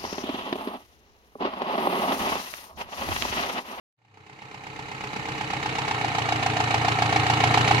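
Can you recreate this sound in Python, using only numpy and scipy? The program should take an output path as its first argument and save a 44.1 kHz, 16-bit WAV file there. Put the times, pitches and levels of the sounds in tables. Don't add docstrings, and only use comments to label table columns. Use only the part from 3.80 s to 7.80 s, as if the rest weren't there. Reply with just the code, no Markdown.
import sys
import numpy as np
from scipy import signal
from scipy.fft import rfft, irfft
from scipy.io import wavfile

SR = 44100
rng = np.random.default_rng(int(sys.argv[2]) if len(sys.argv) > 2 else 0)


def dump(signal):
    limited = np.clip(np.atleast_2d(signal).T, -1, 1)
    pcm = np.round(limited * 32767).astype(np.int16)
    wavfile.write(sys.argv[1], SR, pcm)


N = 176400
TIME = np.arange(N) / SR
FREQ = np.fft.rfftfreq(N, 1 / SR)


# (place in the cycle [0-1], knock level [dB],
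# knock pitch at slow idle [Hz], clatter level [dB], clatter decay [s], clank level [dB], snap level [dB])
STROKES = [(0.0, -3, 791, 3, .0089, -1.5, -4), (.258, -16.5, 784, 2.5, 0.0056, -6.5, -25),
           (.511, -13, 792, -5, 0.013, -6.5, -17.5), (.748, -7.5, 774, 3, 0.0079, -4.5, -11)]
def knocks(cycle, slow):
    out, t = np.zeros((2, N)), np.arange(-512, 4096) / SR
    swell_s, fade_s, case_ring_s = .003, .0031, .13
    left_delay_s, scatter_s, glide_per_s = .00009, .00011, 6.8
    stereo_t = np.array([t - left_delay_s, t])
    burst = np.exp(-(t / np.where(t < 0, swell_s, fade_s)) ** 2)
    case_fade = (t > 0) * (1 - burst) * amp(-22 - 60 * t / case_ring_s)
    for place, db, hz, *_ in STROKES:
        for s in passes(cycle, place):
            size, pitch, late = rng.standard_normal(3)
            slowness = np.interp(s, TIME, slow)
            knock_hz = hz * blend(1.048, 1, slowness) * (1 + .018 * pitch)
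            case_hz = blend(855, 724, slowness)
            knock = burst * np.sin(2 * np.pi * knock_hz * stereo_t * (1 + glide_per_s * stereo_t))
            case_ring = case_fade * np.sin(2 * np.pi * case_hz * stereo_t)
            gain = amp(db + blend(-10.5, -6.5, slowness) + .5 * size)
            sides = pan(blend(-6, -1.5, mic_shift(s)))
            add(out, s + t[0] + scatter_s * late, gain * sides * (knock + case_ring))
    return out


# (frequency [Hz], level [dB])
SNAP_TONE = [(800, -2), (1700, 9.5), (3300, -2), (5600, -2.5), (7500, -6), (10000, -18.5), (15500, -28.5)]
def snaps(cycle, slow):
    out, t = np.zeros((2, N)), np.arange(1024) / SR
    lead_s, peak_s = .0033, .0021
    shape = t / peak_s * np.exp(1 - t / peak_s)
    for place, *_, db in STROKES:
        for s in passes(cycle, place):
            gain = amp(db + 1.5 * rng.standard_normal())
            add(out, s - lead_s, gain * shape * rng.standard_normal((2, len(t))))
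    cracks = irfft(rfft(out) * unit(amp(spectrum(SNAP_TONE))), N)
    return cracks * amp(blend(-21.5, -20, slow))


# (pitch [Hz], level before the microphone shifts [dB], level after [dB])
STEEL_NOTES = [(1130, -9, -9), (1290, -8, -4), (1510, -8, -6), (1815, -4, 1), (2135, 4.5, -9), (2220, 0, 3),
               (2530, -4, -8), (2890, -3, -2), (3860, -16, -13), (4400, -17, -13)]
def clanks(cycle):
    out, t = np.zeros((2, N)), np.arange(4096) / SR
    lead_s, rise_s, ring_s = .002393, .0006, .052
    shape = amp(-60 * t / ring_s) * (1 - np.exp(-t / rise_s))
    for hz, before_db, after_db in STEEL_NOTES:
        for place, *_, db, _ in STROKES:
            phase = rng.random((2, 1))
            for s in passes(cycle, place):
                size, pitch = rng.standard_normal(2)
                gain = amp(-22 + db + blend(before_db, after_db, mic_shift(s)) + 2.5 * size)
                ring = np.sin(2 * np.pi * (hz * (1 + .0046 * pitch) * t + phase))
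                add(out, s - lead_s, gain * shape * ring)
    return out * pan(-4)


# (frequency [Hz], level before the microphone shifts [dB], level after [dB])
CLATTER_TONE = [(60, -37, -25), (169, 7, -43), (310, -5.5, -15), (463, -2.5, -5), (635, -16, -4.5),
                (1000.8, 1, 5), (1480, -5, -1), (2370, 3, -1), (3300, -8, -4.5), (4120, -8, -5.5),
                (7060, -16, -14.5), (9200, -28, -26.5), (15500, -39, -40.5)]
def clatter(cycle):
    out, t = np.zeros((2, N)), np.arange(-512, 2048) / SR
    lead_s, rise_s, repeat_share = .00032, .0022, .41
    for place, _, _, db, decay_s, *_ in STROKES:
        shape = np.exp(-np.maximum(t, 0) / decay_s) / (1 + np.exp(-t / rise_s))
        repeated = grains(len(t))
        for s in passes(cycle, place):
            rattle = np.sqrt(repeat_share) * repeated + np.sqrt(1 - repeat_share) * grains(len(t))
            gain = amp(-19.5 + db + rng.standard_normal())
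            add(out, s + t[0] - lead_s, gain * shape * rattle)
    return engine_block(out, CLATTER_TONE)


# (place in the cycle [0-1], level [dB], pitch [Hz])
VALVE_TICKS = [(.17, -14, 3780), (.42, 1.5, 3880), (.68, -12, 6300), (.92, 1, 3820)]
def valves(cycle):
    out, t = np.zeros((2, N)), np.arange(-512, 512) / SR
    width_hz, fade_s = 480, .0055
    freq = np.fft.rfftfreq(len(t), 1 / SR)
    shape = np.exp(-(t / fade_s) ** 2)
    for place, db, hz in VALVE_TICKS:
        for s in passes(cycle, place):
            noise = rfft(grains(len(t)))
            ring_hz = hz * (1 + .012 * rng.standard_normal())
            ring = irfft(noise / (1 + (2 * (freq - ring_hz) / width_hz) ** 2), len(t))
            add(out, s + t[0], amp(-34.5 + db) * shape * unit(ring))
    return out


# (swings per engine cycle [count], level at fast idle [dB], at slow idle [dB])
RUMBLE_TONES = [(4, -31, -40), (8, -25, -35), (11, -27, -30), (12, -20, -21), (13, -22, -20),
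                (14, -20, -25), (15, -22, -30), (16, -13, -8), (17, -14, -19), (20, -22, -15),
                (21, -23, -23), (22, -24, -31), (24, -22, -29), (25, -22, -26), (32, -20, -34),
                (36, -22, -21), (39, -16, -25), (43, -33, -19)]
# (time [s], level [dB])
RUMBLE_SAG = [(.6, 0.5), (1.4, -1.5), (2.0, -1), (2.15, -3), (2.4, -2.5), (3.2, -0.5)]
FIRING_PUSHES = [-10.5, 1.5, -3, -2.5]
def rumble(cycle, slow):
    out = np.zeros(N)
    places = np.arange(4) / 4 + .025
    for swings, fast_db, slow_db in RUMBLE_TONES:
        gain = blend(amp(fast_db - 22.5), amp(slow_db - 21.5), slow)
        push = np.sum(amp(FIRING_PUSHES) * np.exp(-2j * np.pi * swings * places))
        push += .8 * np.exp(2j * np.pi * rng.random())
        waver = 1 + .11 * (drift(rate_hz=7.8) + 1j * drift(rate_hz=3.7))
        tone = np.exp(2j * np.pi * swings * (cycle + .003 * rng.standard_normal()))
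        out += gain * (waver * push / abs(push) * tone).real
    return np.sqrt(2) * out * amp(curve(RUMBLE_SAG)) * pan(1)


# (time [s], pitch [Hz], level [dB])
SINKING_TONE = [(.17, 126, -21), (.3, 105.8, -21), (.42, 95, -26), (.52, 90, -49)]
def sinking_tone():
    tone = np.sin(2 * np.pi * np.cumsum(curve(SINKING_TONE)) / SR)
    gain = amp(curve(SINKING_TONE, column=2)) * (TIME < SINKING_TONE[-1][0])
    return gain * tone * pan(1)


# (frequency [Hz], level before the microphone shifts [dB], level after [dB])
CHURN_TONE = [(20, -21, -37), (44.7, -6, -10), (86, 0, -2.5), (199, -11.5, -2.5), (470, 1.5, -6),
              (680, -6.5, -2), (742, 4.5, 2.5), (1130, 3, -0.5), (2610, -1, -4), (3310, -11, -12.5),
              (4700, -8.5, -14.5), (5070, -20, -24.5), (7100, -16, -21.5), (9400, -27, -29),
              (15500, -37, -47)]
def churn():
    return amp(-26) * engine_block(grains(N), CHURN_TONE)


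# (pitch [Hz], width [Hz], boost [dB])
BLOCK_NOTES = [(265.5, 6.4, 4.5), (307.6, 18.6, 10.5), (418.4, 15.2, 10.5), (449.6, 29, 8), (700, 55, 4.5),
               (840, 27, 5.5), (1312, 76, 5.5), (1815, 27, 5), (2905, 140, 5), (3225, 11, 6)]
# (frequency [Hz], likeness [0-1], left's delay [radians],
# left minus right before the microphone shifts [dB], after [dB])
STEREO_SIDES = [(99, 1, -1.5, 11, -6), (302, 0.98, 0.88, 2, 2), (492, 0.97, 0.44, 2.5, 4.5),
                (605, 0, -0.4, 23, -8), (710, 0.53, -0.63, -11, -2), (1050, 1, 1.02, -0.5, 1),
                (1296, 1, 2, -3, 2.5), (1630, 0.6, 3.5, -0.5, 0.5), (2470, 0, 5, -4.5, -9),
                (3540, 0, 6.5, -1, 0.5), (3950, 0.83, 5.5, -6, -8.5), (5040, 0, 9, 3.5, 2),
                (6520, 0, 9, -5, -4.5), (9250, 0, 16.5, 0.5, 0)]
def engine_block(noises, tone):
    ringing = 1 + sum((amp(db) - 1) / (1 + 2j * (FREQ - hz) / width) for hz, width, db in BLOCK_NOTES)
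    first, second = rfft(noises) * ringing
    likeness = spectrum(STEREO_SIDES)
    delay = np.exp(-1j * spectrum(STEREO_SIDES, column=2))
    shared = first * np.sqrt((1 + likeness) / 2)
    apart = second * np.sqrt((1 - likeness) / 2)
    heard = []
    for spot in (0, 1):
        gain = amp(spectrum(tone, column=1 + spot))
        gain /= np.sqrt(np.mean(abs(gain * ringing) ** 2))
        lean = amp(spectrum(STEREO_SIDES, column=3 + spot) / 2)
        sides = np.array([(shared + apart) * lean * delay, (shared - apart) / lean])
        heard.append(irfft(sides * gain, N))
    return blend(*heard, mic_shift(TIME))


def echo(sound):
    t = np.arange(SR // 2) / SR
    gap_s, ring_s = .004, .27
    tail = rng.standard_normal((2, len(t))) * amp(-60 * t / ring_s) * (t > gap_s)
    return amp(-10.5) * signal.fftconvolve(sound, tail / np.linalg.norm(tail[0]), axes=1)[:, :N]


def mic_shift(s):
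    return np.interp(s, (1.42, 1.94), [0, 1])


def passes(cycle, place):
    marks = np.arange(1, 40) + place
    return np.interp(marks[marks < cycle[-1]], cycle, TIME)


def grains(size):
    return unit(rng.standard_normal((2, size)) * amp(3 * np.minimum(rng.exponential(1, size), 4)))


def drift(rate_hz):
    return unit(irfft(rfft(rng.standard_normal(N)) / (1 + (FREQ / rate_hz) ** 4), N))


def amp(db):
    return 10 ** (np.asarray(db) / 20)


def pan(db):
    return amp([[db / 2], [-db / 2]])


def blend(start, end, share):
    return start + share * (end - start)


def unit(x):
    return x / np.sqrt(np.mean(x ** 2) + 1e-20)


def curve(table, column=1):
    columns = np.transpose(table)
    return np.interp(TIME, columns[0], columns[column])


def spectrum(table, column=1):
    columns = np.transpose(table)
    return np.interp(np.log(FREQ + 1), np.log(columns[0]), columns[column])


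def add(mix, s, sound):
    at = round(s * SR)
    if 0 <= at < N:
        part = mix[..., at:at + sound.shape[-1]]
        part += sound[..., :part.shape[-1]]


# (time [s], speed [turns per minute])
CRANK_SPEED = [(0, 967.7), (1.45, 970.4), (2.05, 955.2), (2.2, 876.3), (2.6, 857.3), (3.1, 858.1),
               (3.6, 868.8), (4, 893.2)]
def scene():
    rpm = curve(CRANK_SPEED)
    fast_rpm, slow_rpm, delay_s = 930, 875, .00255
    cycle = (np.cumsum(rpm) / SR - delay_s * rpm[0]) / 120
    slow = np.clip((fast_rpm - rpm) / (fast_rpm - slow_rpm), 0, 1)
    blows = knocks(cycle, slow) + snaps(cycle, slow) + clanks(cycle) + clatter(cycle) + valves(cycle)
    return blows + echo(blows) + rumble(cycle, slow) + sinking_tone() + churn()


# (time [s], level [dB])
FADE_IN = [(.165, -88), (.185, -50.5), (.26, -42), (.38, -32), (.62, -23), (1.0, -16), (1.5, -10),
           (2.1, -5.5), (2.6, -4), (3.2, -2), (4.0, 2)]
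def record(dry):
    faded = dry * amp(curve(FADE_IN))
    treble_cut = signal.firwin(511, cutoff=15600, window=("kaiser", 9), fs=SR)
    return signal.oaconvolve(faded, treble_cut[None], "same")


dry = scene()
out = record(dry)
dump(out)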